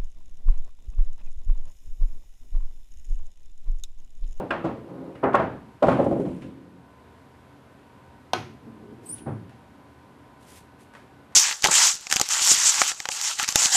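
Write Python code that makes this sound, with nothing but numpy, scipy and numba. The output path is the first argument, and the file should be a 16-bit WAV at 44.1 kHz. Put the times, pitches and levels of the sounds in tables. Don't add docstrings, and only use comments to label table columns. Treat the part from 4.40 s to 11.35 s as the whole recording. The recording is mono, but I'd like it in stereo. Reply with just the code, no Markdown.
import sys
import numpy as np
from scipy import signal
from scipy.fft import rfft, irfft, next_fast_len
from scipy.io import wavfile
from scipy.ndimage import uniform_filter1d
from numba import njit

SR = 44100
rng = np.random.default_rng(int(sys.argv[2]) if len(sys.argv) > 2 else 0)


def pcm_store(signal):
    levels = np.round(np.clip(np.atleast_2d(signal), -1, 1) * 32767)
    wavfile.write(sys.argv[1], SR, levels.astype(np.int16).T)


N = 306495
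TIME = np.arange(N) / SR
AGE = np.arange(SR) / SR
TOP_HZ = 14800

# (frequency [Hz], density [dB per Hz])
AIR_COLOUR = [(12, -32), (20, -41), (80, 1.5), (135, -9), (155, -6.5), (285, -1.5), (327, -11.5),
              (365, -5.5), (420, -8.5), (1050, -13.5), (1270, -16.5), (1540, -17.5), (1980, -21),
              (4000, -30), (6000, -37), (12300, -39), (14900, -57)]
AIR_DB = -54.5
# (frequency [Hz], level before the 1 dB trim, waver and swell [dB])
FAN_TONES = [(129, -64), (285, -67), (770, -73), (937, -67.5), (1017, -67), (1497, -72.5)]
# (time [s], gain [dB])
FAN_SWELL = [(0, 3.5), (2.1, 1.5), (2.35, 0), (2.65, 2.5)]

# (time [s], level [dB])
TICKS = [(5.094, -59), (6.537, -54), (6.551, -50.5), (6.922, -58.5)]
# (frequency [Hz], density [dB per Hz])
TICK_COLOUR = [(60, -25), (150, -17), (700, 9.5), (1700, 9.5), (3500, -3.5), (5000, -8.5), (7000, -12),
               (11000, -14), (15000, -34)]
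# (start [s], length [s], level [dB])
SWISHES = [(4.612, 0.073, -62.5), (4.725, 0.044, -59), (5.986, 0.082, -63), (6.054, 0.075, -53.5),
           (6.125, 0.048, -52), (6.384, 0.014, -54.5)]
# (frequency [Hz], density [dB per Hz])
SWISH_COLOUR = [(100, -43), (500, -17), (2000, 4), (4000, 0.5), (6500, 0), (10000, 1.5), (12500, -4),
                (15000, -17.5)]
SWISH_ATTACK_S, SWISH_RELEASE_DB_PER_S = 0.039, 260

# (start [s], length [s], pitch [Hz], glide [Hz], level [dB], roughness [0-1])
SLIPS = [(4.659, 0.013, 8620, -480, -44.5, 0.4), (4.686, .008, 9350, -1100, -41, 0.7),
         (4.693, 0.0073, 8240, 700, -39.5, 0.66), (4.698, 0.02, 8985, 50, -34.5, 0.23),
         (4.722, 0.011, 9630, -20, -32, .22), (4.735, 0.011, 9300, 1200, -34, 0.3)]
SLIP_ATTACK_S, SLIP_RELEASE_DB_PER_S = 0.0027, 3500
SLIP_FLUTTER_HZ = 3880
# (frequency [Hz], density [dB per Hz])
RASP_COLOUR = [(2000, -25), (7500, -16), (8300, 2), (9600, 1), (10800, -6), (11700, -2), (13000, -9),
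               (14500, -14)]
RASP_S, RASP_LENGTH_S, RASP_DB = 4.645, 0.084, -53
# (frequency [Hz], t60 [s])
SQUEAK_ECHO_T60 = [(4000, .3), (9000, 0.41), (10500, .3), (13000, 0.18)]
# (frequency [Hz], density [dB per Hz])
SCUFF_COLOUR = [(1000, -22), (2400, -4), (2950, 6), (3600, -3), (5000, -9), (7000, -13), (12000, -17)]
SCUFF_S, SCUFF_LENGTH_S, SCUFF_DB = 4.75, 0.041, -57

# (frequency [Hz], t60 [s])
FIRST_ROOM_T60 = [(100, 0.84), (260, 0.69), (700, 0.37), (1800, 0.43), (5000, 0.53), (12000, 0.13)]
# (frequency [Hz], t60 [s])
SECOND_ROOM_T60 = [(100, 1), (260, 0.59), (700, 0.25), (1800, 0.45), (5000, 0.42), (12000, 0.4)]

# (frequency [Hz], level [dB], t60 [s])
CUSHION_MODES = [(108, -6.5, 0.54), (130, -4, 0.25), (150, -4.5, .25), (223, -3, 0.27), (299.4, -10, 0.21),
                 (408, -6.5, 0.15), (774, -7, 0.17), (1134, -16, 0.16)]
# (frequency [Hz], density [dB per Hz])
CUSHION_THUD = [(40, -42), (65, -24), (95, -3), (125, -1.5), (220, -4.5), (420, -6.5), (800, -11.5),
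                (1200, -16.5), (2000, -31), (4000, -52), (9000, -74)]
CUSHION_S = 4.859
# (frequency [Hz], level [dB], t60 [s])
CUE_MODES = [(249, -10, 0.38), (369, -6, 0.38), (743, 2.5, 0.21), (850, -10, .1), (1063, -5, 0.19),
             (1260, 1.5, 0.17), (1484, 4, 0.14), (2207, -13, .2), (2509, -7.5, 0.26), (2810, -3, 0.08),
             (3280, -8, 0.18), (4070, -6, 0.12), (4900, -17, .15)]
# (frequency [Hz], density [dB per Hz])
CUE_ROOM_COLOUR = [(50, -38), (105, 1), (160, -6.5), (250, -3), (390, 0.5), (560, -6), (780, -0.5),
                   (1500, -8), (1850, -12), (2600, -12.5), (3600, -16.5), (6500, -22.5), (7400, -35),
                   (11000, -34.5), (15000, -51)]
# (frequency [Hz], density [dB per Hz])
CUE_TICK_COLOUR = [(300, -17), (1500, 3.5), (3500, 6), (4500, 3), (6500, -0.5), (7400, -12), (11000, -13.5),
                   (12500, -21), (15000, -26)]
CUE_S, CUE_THUMP_HZ = 3.9336, 105

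# (start [s], length [s], level [dB], build-up [s], slowing [dB per s], dull above at full gain [Hz])
FIRST_ROLLS = [(-0.05, 0.42, -37.5, .036, 5, 800), (0.45, 0.21, -37, 0.035, -3.5, 1180),
               (0.66, 0.13, -44, 0.036, 13, 800), (0.963, 0.094, -36.5, 0.032, 8, 604),
               (1.468, 0.39, -28.5, 0.057, 1.5, 640), (1.89, 0.18, -33, 0.036, 24, 500),
               (2.076, 0.35, -40.5, 0.044, 24, 484)]
# (start [s], length [s], level [dB], build-up [s], slowing [dB per s], dull above at full gain [Hz])
SECOND_ROLLS = [(3.96, 0.19, -47, .05, 12, 600), (4.21, 0.43, -45, 0.074, 1.5, 850),
                (4.655, 0.2, -43, 0.033, -1, 560), (5.304, 1.8, -61, .036, 5, 500)]
# (frequency [Hz], density [dB per Hz])
FIRST_ROLL_COLOUR = [(25, -32), (55, -26), (115, 1), (180, 4), (260, 4), (400, 3.5), (620, -4), (900, -11),
                     (1500, -10.5), (3000, -19), (8000, -28)]
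# (frequency [Hz], density [dB per Hz])
SECOND_ROLL_COLOUR = [(25, -34), (65, -22), (105, 4), (150, 0), (240, 5), (400, 3), (620, -9), (1500, -14),
                      (8000, -32)]
ROLL_RELEASE_DB_PER_S = 76
ROLL_DULLING = 0.25

# (frequency [Hz], density [dB per Hz])
RATTLE_COLOUR = [(500, -1), (2500, 6), (5000, -8), (8000, -5.5), (11000, -7.5), (13000, -22), (15000, -31)]
RATTLE_S, RATTLE_LENGTH_S, RATTLE_DB = 1.43, 0.65, -55.5
RATTLE_ATTACK_S, RATTLE_SLOWING_DB_PER_S, RATTLE_RELEASE_DB_PER_S = .01, 13, 222
# (time [s], level [dB])
CHIPS = [(1.645, -59), (1.799, -59.5), (2.019, -67)]

# (time [s], level [dB], ring [dB], snap [dB], room [dB])
CLACKS = [(0.1069, -28.5, -1.5, -17, -7), (0.838, -39.5, -3, -14, -10), (0.9515, -34.5, -10, -3, -3.5),
          (1.4276, -40.5, -14, -4, -6)]
# (frequency [Hz], level [dB], t60 [s])
BALL_MODES = [(1249, -4, 0.17), (1450, 3, .04), (1566, 0.5, 0.18), (1620, 7.5, 0.062), (1830, -5.5, 0.11),
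              (2080, -6, 0.035), (2444, -6.5, 0.12), (2650, -2, 0.038), (2910, -2, 0.042),
              (3460, -12, 0.06), (5160, -18, 0.043)]
# (frequency [Hz], density [dB per Hz])
CLACK_ECHO_COLOUR = [(400, -3.5), (1200, 2), (1650, 3.5), (2000, -9), (2700, -4), (3600, -14.5),
                     (5200, -27.5), (8000, -40), (15000, -51)]
# (frequency [Hz], density [dB per Hz])
CLICK_COLOUR = [(100, -44), (1200, 13), (2800, 9), (5500, -8), (7500, -10), (10500, -15.5), (12500, -31),
                (15000, -29)]

# (time [s], level [dB], contact corner [Hz], bass [dB], rise [s], body t60 [s],
# hard click [dB], room [dB], ring of the struck spot [Hz], its level [dB], its t60 [s])
KNOCKS = [(-0.03, -28, 840, -8, .004, 0.22, -24, -2, 401.6, -7, 0.27),
          (0.1052, -26.5, 1500, -7, 0.0024, 0.32, -22, 1, 559, -11, 0.29),
          (0.2388, -24, 1020, 1, 0.013, 0.24, -24, -3, 329, -4, 0.24),
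          (0.752, -54, 3520, -19, 0.0018, .06, -4, 7, 2890, -11, .1),
          (0.8284, -19, 1250, -4, 0.013, 0.16, -38, -3.5, 397, -5, 0.33),
          (0.929, -34.5, 2300, 4, 0.008, 0.037, -12, -11, 1500, -15, .1),
          (0.9413, -15.8, 1270, -14, 0.007, 0.077, -33, -5, 1094, -3, 0.1),
          (0.988, -23.5, 1400, 8, 0.014, 0.38, -26.5, -6, 649, -2, 0.28),
          (1.422, -17, 840, -11, 0.0073, 0.089, -25.5, -8.5, 578, 0, 0.099),
          (1.4357, -18.5, 800, -9.5, 0.002, 0.076, -34, -14, 637, -1, 0.086),
          (1.467, -24, 1200, 11, 0.003, 0.06, -20, -7.5, 381, -1, .1),
          (1.483, -17, 1120, -2.5, 0.0025, 0.041, -23, -2.5, 677, -3.5, 0.075),
          (1.511, -23.5, 1260, 5, 0.008, 0.12, -22, -1, 125.6, -6, 0.32),
          (1.585, -18.5, 740, -3.5, 0.013, 0.15, -32.5, -4.5, 564, -6.5, 0.14),
          (1.6624, -21.5, 600, 4.5, 0.005, 0.048, -44, -17, 563, -3, .08),
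          (1.688, -33, 400, 6, 0.004, .04, -45, -16, 258, -1, 0.055),
          (1.711, -26, 710, 3, 0.003, 0.056, -34, -6, 346, -4, 0.11),
          (1.724, -24, 600, -1, 0.0033, 0.05, -38, -10, 337, 1, 0.11),
          (1.757, -28.5, 580, 3, 0.011, .08, -44, -6.5, 252, -6, .15),
          (1.796, -25, 606, 6, 0.004, 0.069, -42, -12, 407, -1, .14),
          (1.848, -30, 610, 3.5, 0.0062, 0.11, -27.5, -4, 348, -1, .2),
          (1.896, -35.5, 450, 5, 0.004, 0.08, -35, -8, 263, -3.5, 0.18),
          (2.019, -44.5, 3270, 28, 0.0027, 0.32, -8, -5, 224, -2, .25)]
# (frequency [Hz], level [dB], t60 [s])
TABLE_MODES = [(128.1, -13.5, 0.47), (177.7, -12, 0.38), (222.2, -12, 0.51), (260.2, -6, 0.27),
               (341.7, -9.5, 0.31), (406, -15.5, 0.2), (532, -5.5, 0.23), (564, 0.5, 0.15),
               (681, -0.5, 0.11), (796, -4.5, 0.22), (971, -9.5, 0.18), (1076, -3.5, 0.13),
               (1266, 2, 0.045), (1400, 0.5, 0.087), (1527, -14, 0.07), (1920, -10, 0.098),
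               (2220, -15, 0.084)]
# (frequency [Hz], density [dB per Hz])
TABLE_WOOD = [(25, -25.5), (45, -20), (70, -6.5), (125, -1), (250, 2), (550, 2.5), (1000, 0.5),
              (1600, -1.5), (2200, -2.5), (4000, -18.5), (15000, -46)]


def undb(db):
    return 10 ** (np.asarray(db) / 20)


def curve(rows):
    times, values = np.transpose(rows)
    return np.interp(TIME, times, values)


def at_hz(points, hz):
    f, value = np.transpose(points)
    return np.interp(np.log(hz + 1e-6), np.log(f), value)


def filtered(x, gain):
    size = next_fast_len(x.shape[-1] + SR // 8, True) // 2 * 2
    hz = np.arange(size // 2 + 1) * SR / size
    cepstrum = irfft(np.log(gain(hz) + 1e-7))
    cepstrum[1:size // 2] *= 2
    cepstrum[size // 2 + 1:] = 0
    response = np.exp(rfft(cepstrum))
    return irfft(rfft(x, size) * response)[..., :x.shape[-1]]


def colour(x, points):
    return filtered(x, lambda hz: undb(at_hz(points, hz)))


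def unit(x):
    return x / np.sqrt(np.mean(x ** 2))


def unit_hit(x):
    return x / np.sqrt(np.mean(x[..., :SR // 25] ** 2))


def fade(t60):
    return np.exp(-np.log(1000) * AGE / np.maximum(t60, 1e-3))


def envelope(start_s, length_s, attack_s, release_db_per_s, sag_db_per_s=0):
    age = np.maximum(TIME - start_s, 0)
    rise = np.minimum(age / max(attack_s, 1e-4), 1)
    overtime = np.maximum(age - length_s, 0)
    return rise * undb(-sag_db_per_s * age - release_db_per_s * overtime)


def walk(rate):
    k = max(int(SR / rate), 2)
    steps = np.repeat(rng.standard_normal(N // k + 1), k)[:N]
    return unit(uniform_filter1d(steps, k))


def diffuse(size):
    mid, side = rng.standard_normal((2, size))
    side = colour(side, [(100, -15), (500, -10.5), (1200, -8.0), (2500, -7.5), (10000, -7.5)])
    return np.array([mid + side, mid - side])


def room(t60s, build_s):
    spectrum = rfft(diffuse(SR))
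    octave = np.log2(np.clip(np.arange(SR // 2 + 1), 64, 16384))
    tail = 0
    for k in range(6, 15):
        band = irfft(spectrum * np.maximum(1 - abs(octave - k), 0))
        tail = tail + band * fade(at_hz(t60s, 2. ** k))
    return tail * (1 - np.exp(-AGE / build_s))


def ring(modes, scatter_db):
    hz, db, t60 = np.transpose(modes)[..., None]
    strength, phase, detune = rng.standard_normal((len(modes), 3)).T[..., None]
    gain = undb(db + scatter_db * strength)
    cycles = hz * (1 + 0.01 * detune) * AGE + phase
    return np.sum(gain * fade(t60) * np.sin(2 * np.pi * cycles), axis=0)


@njit
def lowpass(x, hz):
    y = np.empty_like(x)
    for c in range(len(x)):
        band, low = 0., 0.
        for i in range(len(hz)):
            g = np.tan(np.pi * hz[i] / SR)
            v = (band + g * (x[c, i] - low)) / (1 + g * (g + np.sqrt(2)))
            y[c, i] = low + g * v
            band, low = 2 * v - band, low + 2 * g * v
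    return y


def add(out, s, sound):
    start = int(s * SR)
    a, b = max(start, 0), min(start + sound.shape[-1], N)
    out[:, a:b] += sound[..., a - start:b - start]


def fan():
    air = unit(colour(diffuse(N), AIR_COLOUR)) * undb(AIR_DB)
    hum = 0
    for hz, db in FAN_TONES:
        level = undb(db - 1 + 2.5 * walk(11))
        cycles = np.cumsum(hz + 5 * walk(40)) / SR
        hum = hum + level * unit(np.sin(2 * np.pi * cycles))
    return (air + hum) * undb(curve(FAN_SWELL))


def tick(db):
    tap = unit_hit(diffuse(SR) * fade(0.037))
    echo = unit_hit(room(SECOND_ROOM_T60, build_s=0.0043))
    return undb(db) * unit_hit(colour(tap + undb(1.5) * echo, TICK_COLOUR))


def swish(grain_db=1.5):
    hiss = colour(diffuse(N) * undb(grain_db * walk(300)), SWISH_COLOUR)
    hiss = signal.sosfilt(signal.butter(2, 1000, "high", fs=SR, output="sos"), hiss)
    power = 0
    for s, length_s, db in SWISHES:
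        stroke = undb(db) * envelope(s, length_s, SWISH_ATTACK_S, SWISH_RELEASE_DB_PER_S)
        power = power + stroke ** 2
    return unit(hiss) * np.sqrt(power)


def scuff(grain_db=3):
    scrape = unit(colour(diffuse(N) * undb(grain_db * walk(350)), SCUFF_COLOUR))
    stroke = envelope(SCUFF_S, SCUFF_LENGTH_S, attack_s=0.04, release_db_per_s=500)
    return scrape * undb(SCUFF_DB) * stroke


def slip(s, length_s, hz, glide_hz, db, rough, wobble=0.045, chatter_db=5, under_db=-25, over_db=-25.5):
    pitch = hz + glide_hz * np.clip((TIME - s) / length_s, 0, 1)
    phase = 2 * np.pi * np.cumsum(pitch * (1 + wobble * rough * walk(1500))) / SR
    flutter = 2 * np.pi * SLIP_FLUTTER_HZ * TIME
    below = undb(under_db) * np.sin(phase - flutter)
    above = undb(over_db) * walk(1200) * np.sin(phase + flutter)
    tone = (np.sin(phase) + below + above) * undb(chatter_db * rough * walk(500))
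    run = envelope(s, length_s, SLIP_ATTACK_S, SLIP_RELEASE_DB_PER_S)
    return np.sqrt(2) * tone * undb(db) * run


def squeak():
    rasp = unit(colour(rng.standard_normal(N) * undb(3 * walk(500)), RASP_COLOUR))
    grind = envelope(RASP_S, RASP_LENGTH_S, attack_s=.03, release_db_per_s=1500)
    whistles = sum(slip(*row) for row in SLIPS)
    direct = whistles + undb(RASP_DB) * rasp * grind
    echo = signal.fftconvolve(direct[None], room(SQUEAK_ECHO_T60, build_s=0.0019))[:, :N]
    return undb(-1) * direct + np.std(direct) * undb(-9.5) * unit(echo)


def cushion():
    thud = unit_hit(diffuse(SR) * fade(0.15))
    echo = unit_hit(room(SECOND_ROOM_T60, build_s=0.0053))
    wood = unit_hit(colour(thud + undb(-5.0) * echo, CUSHION_THUD))
    frame = unit_hit(ring(CUSHION_MODES, scatter_db=1))
    squeeze = np.minimum(AGE / .036, 1)
    return undb(-30.0) * unit_hit((wood + undb(1.5) * frame) * squeeze)


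def cue_strike(push_hz=800, push_s=0.00172, push_width_s=0.00097, spread_s=0.0012, pan_db=4.0):
    delay_s = spread_s / (1 + np.arange(SR // 2 + 1) / 5000)
    crack = unit_hit(irfft(np.exp(-2j * np.pi * np.cumsum(delay_s))))
    chalk = unit_hit(rng.standard_normal(SR) * fade(.03))
    tip = unit_hit(colour(crack + undb(-2) * chalk, CUE_TICK_COLOUR))
    push_age = AGE - push_s
    push = unit_hit(np.cos(2 * np.pi * push_hz * push_age) * np.exp(-(push_age / push_width_s) ** 2))
    shaft = unit_hit(ring(CUE_MODES, scatter_db=1))
    thump = unit_hit(np.sin(2 * np.pi * CUE_THUMP_HZ * AGE) * fade(0.6))
    direct = undb(-32) * tip + undb(-27.5) * push + undb(-29.5) * shaft + undb(-47) * thump
    sides = undb(np.array([[pan_db], [-pan_db]]) / 2)
    echo = unit_hit(colour(room(SECOND_ROOM_T60, build_s=0.00061), CUE_ROOM_COLOUR))
    return direct * sides + undb(-31) * echo


def rolling(runs, spectrum, table_modes, bumpy_db, ring_db):
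    bumps = diffuse(N) * undb(bumpy_db * walk(35))
    modes = signal.fftconvolve(bumps, ring(table_modes, scatter_db=1)[None])[:, :N]
    rumble = unit(colour(unit(bumps) + undb(ring_db) * unit(modes), spectrum))
    power, edge = 1e-18, 0
    for s, length_s, db, build_s, slowing, edge_hz in runs:
        speed = envelope(s, length_s, build_s, ROLL_RELEASE_DB_PER_S, slowing)
        share = (undb(db) * speed) ** 2
        power = power + share
        edge = edge + share * edge_hz * speed ** ROLL_DULLING
    corner = np.clip(edge / power, 100, 5000)
    return lowpass(lowpass(rumble, corner), corner) * np.sqrt(power)


def rattle(grain_db=1.5, surge_db=0.8):
    run = envelope(RATTLE_S, RATTLE_LENGTH_S, RATTLE_ATTACK_S,
                   RATTLE_RELEASE_DB_PER_S, RATTLE_SLOWING_DB_PER_S)
    unevenness = undb(grain_db * walk(400) + surge_db * walk(45.25))
    chatter = unit(colour(diffuse(N) * unevenness, RATTLE_COLOUR))
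    return chatter * undb(RATTLE_DB) * run


def chip(db):
    return undb(db) * unit_hit(colour(diffuse(SR) * fade(0.13), RATTLE_COLOUR))


def clack(db, ring_db, snap_db, room_db):
    snap = unit_hit(colour(diffuse(SR) * fade(0.033), CLICK_COLOUR))
    contact = np.minimum(AGE / .0008, 1)
    tones = unit_hit(contact * ring(BALL_MODES, scatter_db=0.5))
    echo = unit_hit(colour(room(FIRST_ROOM_T60, build_s=0.0018), CLACK_ECHO_COLOUR))
    return undb(db) * (undb(ring_db) * tones + undb(snap_db) * snap + undb(room_db) * echo)


def knock(db, corner_hz, bass_db, rise_s, body_t60, click_db, room_db, spot_hz, spot_db, spot_t60):
    tail = unit_hit(room(FIRST_ROOM_T60, build_s=0.013))
    burst = unit_hit(diffuse(SR) * fade(body_t60))
    wood = unit_hit(colour(burst + undb(room_db) * tail, TABLE_WOOD))
    modes = unit_hit(ring(TABLE_MODES, scatter_db=2))
    spot = unit_hit(np.sin(2 * np.pi * spot_hz * AGE) * fade(spot_t60))
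    body = wood + undb(-1.5) * modes + undb(spot_db) * spot

    def contact_gain(hz):
        softness = (1 + (hz / corner_hz) ** 6.7) ** -.5
        return softness * undb(bass_db / (1 + (hz / 300) ** 2))

    body = filtered(body, contact_gain)
    click = colour(unit_hit(diffuse(SR) * fade(0.13)) + undb(-7.0) * tail, CLICK_COLOUR)
    swell = np.minimum(AGE / max(rise_s, 1e-4), 1)
    return undb(db) * (unit_hit(body * swell) + undb(click_db) * unit_hit(click * swell))


def scene():
    out = fan() + swish() + scuff() + squeak() + rattle()
    out += rolling(SECOND_ROLLS, SECOND_ROLL_COLOUR, CUSHION_MODES, bumpy_db=2, ring_db=-15.5)
    out += rolling(FIRST_ROLLS, FIRST_ROLL_COLOUR, TABLE_MODES, bumpy_db=2, ring_db=-12.5)
    for s, db in TICKS:
        add(out, s, tick(db))
    add(out, CUSHION_S, cushion())
    add(out, CUE_S, cue_strike())
    for s, db in CHIPS:
        add(out, s, chip(db))
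    for s, *contact in CLACKS:
        add(out, s, clack(*contact))
    for s, *blow in KNOCKS:
        add(out, s, knock(*blow))
    return out


def record(dry):
    return signal.sosfilt(signal.ellip(8, .2, 70, TOP_HZ, fs=SR, output="sos"), dry)


dry = scene()
out = record(dry)
pcm_store(out)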